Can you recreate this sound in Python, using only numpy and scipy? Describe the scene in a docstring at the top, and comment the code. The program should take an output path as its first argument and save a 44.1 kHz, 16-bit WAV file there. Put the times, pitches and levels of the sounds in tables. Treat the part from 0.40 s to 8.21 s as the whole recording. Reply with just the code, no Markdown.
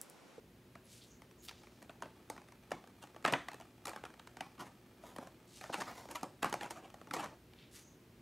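"""First comes a low room noise with a faint hum, then the dry snaps of a plastic tray bent by hand.
Its thin walls snap as they buckle, and stiff parts spring free and ring. Between the snaps come soft
sliding hisses and faint, thin, high whistles. As the two halves are pulled apart, they catch and
slip in short scrapes. The desk and the walls of the small room add a brief echo."""
import sys
import numpy as np
from scipy import signal
from scipy.fft import rfft, irfft
from scipy.io import wavfile
from scipy.ndimage import uniform_filter1d

SR = 44100
rng = np.random.default_rng(int(sys.argv[2]) if len(sys.argv) > 2 else 0)


def inscribe(sig):
    """Save sig as 16-bit PCM at rate SR to the path in sys.argv[1].

    A 1-D sig is mono; a 2-D sig holds one channel per row.
    Samples are clipped to [-1, 1] before scaling.
    """
    pcm = np.round(np.clip(np.atleast_2d(sig).T, -1, 1) * 32767)
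    wavfile.write(sys.argv[1], SR, pcm.astype(np.int16))


N = 344421


def from_db(db):
    """Turn decibels into a number to multiply a sound by."""
    return 10 ** (np.asarray(db) / 20)


def rms_one(x):
    """Scale a sound so that its average size (rms) is one."""
    return x / np.sqrt(np.mean(x ** 2) + 1e-20)


def at_hz(points, hz):
    """Read between the rows of a table, with pitch counted in octaves."""
    pitches, values = np.transpose(points)
    return np.interp(np.log(np.maximum(hz, 1)), np.log(pitches), values)


def band_pass(low_hz, high_hz):
    """A gentle filter that keeps the sound between two pitches."""
    return signal.butter(2, [low_hz, high_hz], "band", fs=SR, output="sos")


def add(track, start, sound):
    """Mix a sound into the track, starting at a time in seconds."""
    i = max(round(start * SR), 0)
    part = sound[:max(N - i, 0)]
    track[i:i + len(part)] += part


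# The tone of the room noise: (pitch [Hz], relative level [dB])
ROOM_NOISE = [(15, -41), (25, -31), (49, -5.5), (122, -2), (148, -3.5), (193, -1.5), (359, -5),
              (582, -12.5), (631, -11.5), (684, -15.5), (871, -17), (1380, -20), (2060, -20.5), (7910, -31),
              (15500, -31.5)]
# The noise that differs between left and right: (pitch [Hz], level against the shared noise [dB])
SIDE_NOISE = [(60, -35), (110, -26), (200, -27.5), (380, -21.5), (700, -12.5), (1290, -9.5), (2380, -8.5),
              (4400, -7), (8120, -15), (15000, -2)]
# The steady tones of the hum: (pitch [Hz], level [dB])
HUM_TONES = [(59.5, -78.5), (119, -73), (188.4, -87), (242, -75), (360.5, -75)]

def background(noise_db=-62.5):
    """Both ears share a low room noise and a mains hum; a thin hiss differs between them."""
    hz, t = np.arange(N // 2 + 1) * SR / N, np.arange(N) / SR
    shared, side = rfft(rng.standard_normal((2, N))) * from_db(at_hz(ROOM_NOISE, hz))
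    side = irfft(side * from_db(at_hz(SIDE_NOISE, hz)), N)
    noise = from_db(noise_db) * rms_one(irfft(shared, N) + side * np.array([[1], [-1]]))
    hum = sum(from_db(db) * np.sin(2 * np.pi * (f * t + rng.random())) for f, db in HUM_TONES)
    return noise + np.sqrt(2) * hum


# The tray's own notes; fade time is how long a 60 dB drop takes:
# (pitch [Hz], relative level [dB], fade time [s])
TRAY_NOTES = [(183, -11, 0.038), (297, -7.5, 0.045), (343, -9.5, 0.021), (558, -4, 0.017),
              (743.5, -1.5, 0.028), (866, -3.5, 0.049), (1139, 0.5, 0.017), (1352, -6, 0.025),
              (1803, -0.5, 0.011), (2400, -7.5, 0.022), (2950, -1, 0.0031), (4340, -9, 0.0018),
              (6400, -11, 0.0067), (8500, -6.5, 0.0016), (9700, -19, 0.00053)]

def tray(force, spread_db, detune, click_db, blur_db=1.0, blur_fade_s=0.017, blur_top_hz=6000):
    """A push makes the tray ring; each touch and grip shifts the level and pitch of its notes a bit."""
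    t = np.arange(SR // 20) / SR
    hz, db, fade_s = np.transpose(TRAY_NOTES)[:, :, None]
    strength, bend, direction = rng.standard_normal((3, len(TRAY_NOTES), 1))
    fade = from_db(db + spread_db * strength - 60 * t / fade_s)
    notes = np.sign(direction) * fade * np.sin(2 * np.pi * hz * (1 + detune * bend) * t)
    # countless weak notes of the ribbed walls blur into a short noisy tail
    blur = from_db(blur_db - 60 * t / blur_fade_s) * rng.standard_normal(len(t))
    blur[0] += from_db(click_db)  # the bare click of the touch
    soften = signal.butter(1, blur_top_hz, fs=SR, output="sos")
    return signal.fftconvolve(force, notes.sum(axis=0) + signal.sosfilt(soften, blur))


# The borders of five pitch bands, called thump, body, clack, crack and fizz: (pitch [Hz])
BAND_EDGES = [130, 500, 1400, 3200, 7500, 14000]

def shape_tone(sound, tone_db, touch, main_part, pivot_hz=1450, wall_hz=2010, wall_octaves=1.02):
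    """Set the five band levels: a sharp touch adds treble, one near a flat wall's middle adds clack."""
    strength_db, brightness, clack_db = touch
    out = 0
    for k, (low, high) in enumerate(zip(BAND_EDGES, BAND_EDGES[1:])):
        hz = np.sqrt(low * high)
        wall = np.exp(-(np.log2(hz / wall_hz) / wall_octaves) ** 2)
        db = tone_db[k] + strength_db + brightness * np.log2(hz / pivot_hz) + clack_db * wall
        band = signal.sosfilt(band_pass(low, high), sound)
        size = np.sqrt(np.mean(band[main_part] ** 2) + 1e-20)
        out = out + (-1) ** k * band * from_db(db) / size  # flip every other band so they join up
    return out


# The tone all snaps share, one value a band from thump to fizz: (relative level [dB])
SNAP_TONE = [-6.5, -1.75, -5, -11, -14.5]
# Each time a wall buckles: (time [s], strength [dB], brightness [dB per octave], wall clack [dB])
BUCKLES = [(0.3546, -54.5, -1.7, 1.0), (0.8196, -59, 1, 2), (0.9117, -70.5, 4.5, 6.5),
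           (1.0845, -66, 6.5, 7), (1.0935, -64, 5, 12.0), (1.1115, -57, 1, 3.0), (1.271, -61, -1.5, 3),
           (1.4262, -54.5, 1.4, -7.5), (1.4952, -53.5, -2, 4), (1.6231, -43, -0.7, -0.5),
           (1.633, -54.4, -2.8, 2), (1.6571, -57, -2.5, -1), (1.9, -39, 0.5, -10.5),
           (1.9646, -57.5, -1, 1.0), (1.9786, -57, -2, 6), (2.122, -60, 1, 1.0), (2.3075, -52.5, 0.5, -9.0),
           (2.318, -38.5, -1.8, 1), (2.328, -56, -1.5, 3), (2.4403, -62, -1.2, 3.0), (2.6385, -52, -1, -3),
           (2.7634, -53.5, -2, -0.0), (2.8508, -33.4, -1.5, 9.5), (2.8605, -40.5, 1, 10.5),
           (2.8775, -35.7, -1.5, -3), (2.8815, -39.0, -2.2, 2), (2.9246, -32.6, 0, -12),
           (2.929, -37, -3.3, -14), (2.9363, -37, -1.6, 13.5), (3.0854, -47.5, 0.4, 9.5),
           (3.1163, -52.5, 0, 0), (3.1324, -51.5, 0.2, -7), (3.1439, -49.5, 0.3, -9),
           (3.2002, -53.5, 0, -5.0), (3.2107, -55.5, 0.8, 0), (3.4553, -42.5, 2.5, -5),
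           (3.4705, -43.5, 2.2, -6), (3.4805, -43.5, 1, -7), (3.4939, -48.5, 3, -2), (3.5332, -54, -1.7, 7),
           (3.5615, -48, -0.1, 3.5), (3.6384, -50.8, -1.5, 3), (3.6527, -53.8, 1.4, 6.5),
           (3.7401, -63, 0.3, 7.5), (3.7963, -61, 2.5, 10), (3.8734, -57, 1.5, 5.5),
           (3.9697, -51.0, -0.1, 0.5), (4.0082, -42.5, -0.3, 3.5), (4.6378, -54.5, -2.5, -8),
           (4.7627, -47.5, 0.5, -6.5), (4.7845, -44.3, -2, -9.5), (4.8282, -57.5, -4.5, -12),
           (4.872, -52.5, -0.5, -9), (5.2122, -52, 1.2, 3.0), (5.2398, -52.5, 0.8, 5.5),
           (5.2976, -48.5, -4.5, -5), (5.3427, -41, 0.6, 5.5), (5.4195, -49.5, -1, 10),
           (5.6549, -51.5, -2, -16), (5.6887, -53, -1, -4), (5.7126, -48, 3.5, -15),
           (5.8315, -35.9, -0.9, -17), (5.8405, -49, -2, -2), (6.0296, -33, 0.2, -2),
           (6.0451, -37, -0.3, -2), (6.0975, -52.5, 3.2, -7.0), (6.127, -37, 0.3, -3),
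           (6.1399, -35.5, -0.5, -5.5), (6.2108, -48.5, 0, 8), (6.232, -46, 0.6, 1.0),
           (6.243, -50, -0.5, -2), (6.26, -50, -2.1, -1), (6.3078, -45, 2.3, -4), (6.5423, -52, -0.7, -5.5),
           (6.6143, -53, -1.5, -5.5), (6.6722, -56, -1.5, -3), (6.7107, -44.5, -1.1, 4.0),
           (6.7373, -39, 1.6, -6.5), (6.8425, -50, 2, 3), (6.859, -50.5, -1, 2), (7.1354, -72.5, 4, 12.5)]

def snaps(rows, creak_db=-25.0, settle_db=-14.5, settle_fade_s=0.014):
    """A wall creaks for an instant, buckles with one jolt, and settles with tiny creases."""
    lead = SR // 400  # samples of creak before the jolt
    out, t = np.zeros(N), np.arange(-lead, SR // 80) / SR
    strain = from_db(np.where(t < 0, creak_db, settle_db - 60 * t / settle_fade_s))
    main_part = slice(lead // 2, lead // 2 + SR // 125)
    for time, *touch in rows:
        force = strain * rng.standard_normal(len(t)) * (rng.random(len(t)) < .3)
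        force[lead] = 1  # the jolt
        ring = tray(force, spread_db=1.0, detune=0.089, click_db=18.0)
        add(out, time - lead / SR, shape_tone(ring, SNAP_TONE, touch, main_part))
    return out


def swell(length, edge_db, peak_share=0.36):
    """A curve that rises to a peak, eases off and ends softly."""
    along = np.linspace(0, 1, int(length * SR))
    curve = from_db(np.interp(along, [0, peak_share, 1], [edge_db, 0, edge_db]))
    return curve * signal.windows.tukey(len(along), .15)


# Soft sliding hisses (wide rows) and faint, thin, high whistles (narrow rows):
# (start [s], length [s], middle pitch [Hz], width [octaves], relative level [dB])
HISSES_AND_WHISTLES = [(.44, 0.041, 10700, .1, -66), (0.434, 0.29, 4970, 2, -60),
                       (0.604, 0.052, 3900, 0.44, -58), (0.673, .11, 6370, .26, -65.5),
                       (0.973, .1, 6800, .24, -67), (1.017, 0.093, 6000, 2.7, -56.5),
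                       (1.03, 0.46, 4280, 1.4, -69), (5.06, 0.29, 4700, 1.86, -58.5),
                       (5.203, 0.57, 4800, 0.91, -61), (5.36, 0.35, 10000, 1.7, -66.5),
                       (7.147, .16, 2930, 0.94, -62.5), (7.306, .14, 3860, 2.9, -55.5),
                       (7.388, 0.18, 6400, .19, -66)]

def hisses_and_whistles(grain_db=2.5, boost_db=0.5):
    """Grainy noise swells and fades: a wide band is a sliding hiss, a narrow one a thin whistle."""
    out = np.zeros(N)
    for start, length, hz, octaves, db in HISSES_AND_WHISTLES:
        loudness = swell(length, edge_db=-14.0)
        grain, noise = rng.standard_normal((2, SR))[:, :len(loudness)]
        half_width = 2 ** (octaves / 2)
        band = signal.sosfilt(band_pass(hz / half_width, hz * half_width), noise)
        flicker = from_db(grain_db * rms_one(uniform_filter1d(grain, size=130)))
        add(out, start, from_db(db + boost_db) * loudness * rms_one(band * flicker))
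    return out


# Each time a stiff face or rim springs free:
# (time [s], middle pitch [Hz], width [octaves], level [dB], fade time [s])
RIM_RINGS = [(1.0822, 3800, 1.0, -54, .02), (1.0859, 4030, 1.1, -44, 0.019),
             (1.0931, 4020, 1.2, -43.5, .018), (2.853, 1890, 0.54, -43, .22),
             (2.94, 1810, 0.39, -43.5, .26), (3.516, 1180, .3, -55, .06), (3.574, 1215, .3, -55, 0.053),
             (3.639, 880, 0.27, -53, .04), (3.663, 1230, 0.33, -55.5, 0.053),
             (5.298, 870, 0.45, -50, 0.059), (6.03, 1794, 0.37, -39.5, 0.14), (6.045, 1130, 0.29, -36, .08)]

def rim_rings(note_count=16):
    """A freed face or rim rings with many close notes: a hollow sound that wavers and dies quickly."""
    out, t = np.zeros(N), np.arange(SR // 3) / SR
    for time, hz, octaves, db, fade_s in RIM_RINGS:
        pitches = hz * 2 ** (octaves * rng.uniform(-.5, .5, (note_count, 1)))
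        notes = np.sqrt(2 / note_count) * np.sin(2 * np.pi * pitches * t).sum(axis=0)
        add(out, time, from_db(db - 60 * t / fade_s) * notes)
    return out


HELD_FROM_S, HELD_UNTIL_S = 1.1, 6.95  # the tray is held in both hands

def creases(ticks_per_s=60, level_db=-73.0, uneven_db=1.5):
    """While the tray is held, its strained walls tick faintly at random."""
    t = np.arange(N) / SR
    held = (t > HELD_FROM_S) & (t < HELD_UNTIL_S)
    ticks = (rng.random(N) < ticks_per_s / SR) * held
    sizes = from_db(uneven_db * np.minimum(rng.exponential(1, N), 3))
    ring = tray(ticks * sizes, spread_db=2.0, detune=.03, click_db=0.0)
    return from_db(level_db) * rms_one(ring[:N])


def grip_snaps(snaps_per_s=3.1, strength_db=-61.5, spread_db=1, brightness_spread=1.2, count=64):
    """The shifting grip sets off small snaps at random while the tray is held."""
    times = HELD_FROM_S + np.cumsum(rng.exponential(1, count)) / snaps_per_s
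    size, sharpness = rng.standard_normal((2, count))
    strengths = strength_db + spread_db * size
    rows = np.column_stack([times, strengths, brightness_spread * sharpness, np.zeros(count)])
    return snaps(rows[times < HELD_UNTIL_S])


# The tone all scrapes share, one value a band from thump to fizz: (relative level [dB])
SCRAPE_TONE = [-6, -1.5, -5.5, -12.5, -16]
# Each time the two halves rub:
# (start [s], length [s], strength [dB], brightness [dB per octave], wall clack [dB])
RUBS = [(2.611, 0.046, -58.5, 3.0, 1.5), (2.841, 0.013, -47, 0, 3), (2.863, 0.052, -51, 0.8, 11.5),
        (2.933, 0.036, -47, -3.5, -5), (3.458, 0.058, -52.5, -1, 1.5), (4.186, 0.058, -46.5, 0, -6.0),
        (4.242, 0.059, -58, 0.1, -3.0), (4.61, 0.16, -57.5, 1.2, -9), (4.783, 0.11, -58, 0, -6),
        (5.205, 0.1, -56.5, -0.5, -2), (5.323, 0.039, -44.5, 1.7, 5), (5.366, 0.052, -45, -0.6, -18),
        (5.398, 0.033, -42, 1.2, 0.5), (5.45, 0.093, -52.5, -0.6, 4), (5.534, 0.129, -54, 1.3, -5.5),
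        (5.691, 0.055, -50, 0.4, -6.0), (5.746, 0.029, -43.5, 2, 1.5), (6.02, 0.02, -44.5, 1, 5),
        (6.038, 0.055, -44, -1.1, -1), (6.195, 0.09, -51, 0, -0.5), (6.3, 0.029, -45.5, 1.2, -10),
        (6.343, 0.07, -55.5, -0.8, -0.5), (6.414, 0.082, -59.5, -1.5, 0.5),
        (6.731, 0.031, -40.5, 1.2, -3.5), (6.755, 0.034, -42.5, -0.5, -2), (6.778, 0.052, -45, 0.1, 2.5),
        (6.809, 0.071, -48.5, -0.8, 1), (6.888, 0.092, -67, -4, -5)]

def scrapes(peak_slips_per_s=750, jitter=.45, uneven_db=4.5, hiss_db=-17.5):
    """Ribs catch and slip: an uneven run of small jolts that speeds up as the rub presses harder."""
    out = np.zeros(N)
    for start, length, *touch in RUBS:
        pressure = swell(length, edge_db=-15.0)
        n = len(pressure)
        gap, size, hiss = rng.standard_normal((3, SR // 4))
        travel = np.cumsum(peak_slips_per_s * np.sqrt(pressure)) / SR
        slip_at = np.searchsorted(travel, np.cumsum(np.exp(jitter * gap)))
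        inside = slip_at < n
        force = from_db(hiss_db) * hiss[:n]
        force[slip_at[inside]] += from_db(uneven_db * np.clip(size[inside], -2, 2))
        ring = tray(force * pressure, spread_db=0.5, detune=0.096, click_db=18.5, blur_db=-7.0)
        add(out, start, shape_tone(ring, SCRAPE_TONE, touch, main_part=slice(n // 6, 2 * n // 3)))
    return out


# How long the room rings: (pitch [Hz], fade time [s])
ECHO_FADES = [(150, 0.31), (700, 0.28), (2000, 0.31), (6000, 0.44), (15000, .18)]
# How strongly the room answers a sound: (pitch [Hz], relative level [dB])
ECHO_LEVELS = [(150, -5), (700, -11.5), (1900, -10), (3200, -11), (6000, -9), (15000, -15)]

def room(sound, first_echo_s=0.0028, build_s=0.0044):
    """Echoes from the desk and walls build up, then die away, the very highest pitches first."""
    t = np.arange(SR // 2) / SR
    onset = np.clip((t - first_echo_s) / build_s, 0, 1) ** .5
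    edges, response = np.geomspace(110, 16000, num=11), 0
    for low, high in zip(edges, edges[1:]):
        hz = np.sqrt(low * high)
        fade = onset * from_db(-60 * t / at_hz(ECHO_FADES, hz))
        echoes = rng.standard_normal(len(t)) * fade / np.sqrt(np.sum(fade ** 2))
        band = signal.sosfilt(band_pass(low, high), echoes)
        response = response + from_db(at_hz(ECHO_LEVELS, hz)) * band
    return signal.fftconvolve(sound, response)[:N]


def scene(direct_db=-1.0):
    """The tray is close and central; its sides send other tones into the room than its front."""
    front, left, right = [snaps(BUCKLES) + scrapes() for _ in range(3)]
    shared = hisses_and_whistles() + rim_rings() + creases() + grip_snaps()
    echoes = (room(left + shared) + room(right + shared)) / np.sqrt(2)
    return from_db(direct_db) * (front + shared) + echoes + background()


def record(dry, cutoff_hz=15700):
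    """A steep filter cuts off the very highest pitches."""
    return signal.sosfilt(signal.ellip(10, .2, 70, cutoff_hz, fs=SR, output="sos"), dry)


dry = scene()
out = record(dry)
inscribe(out)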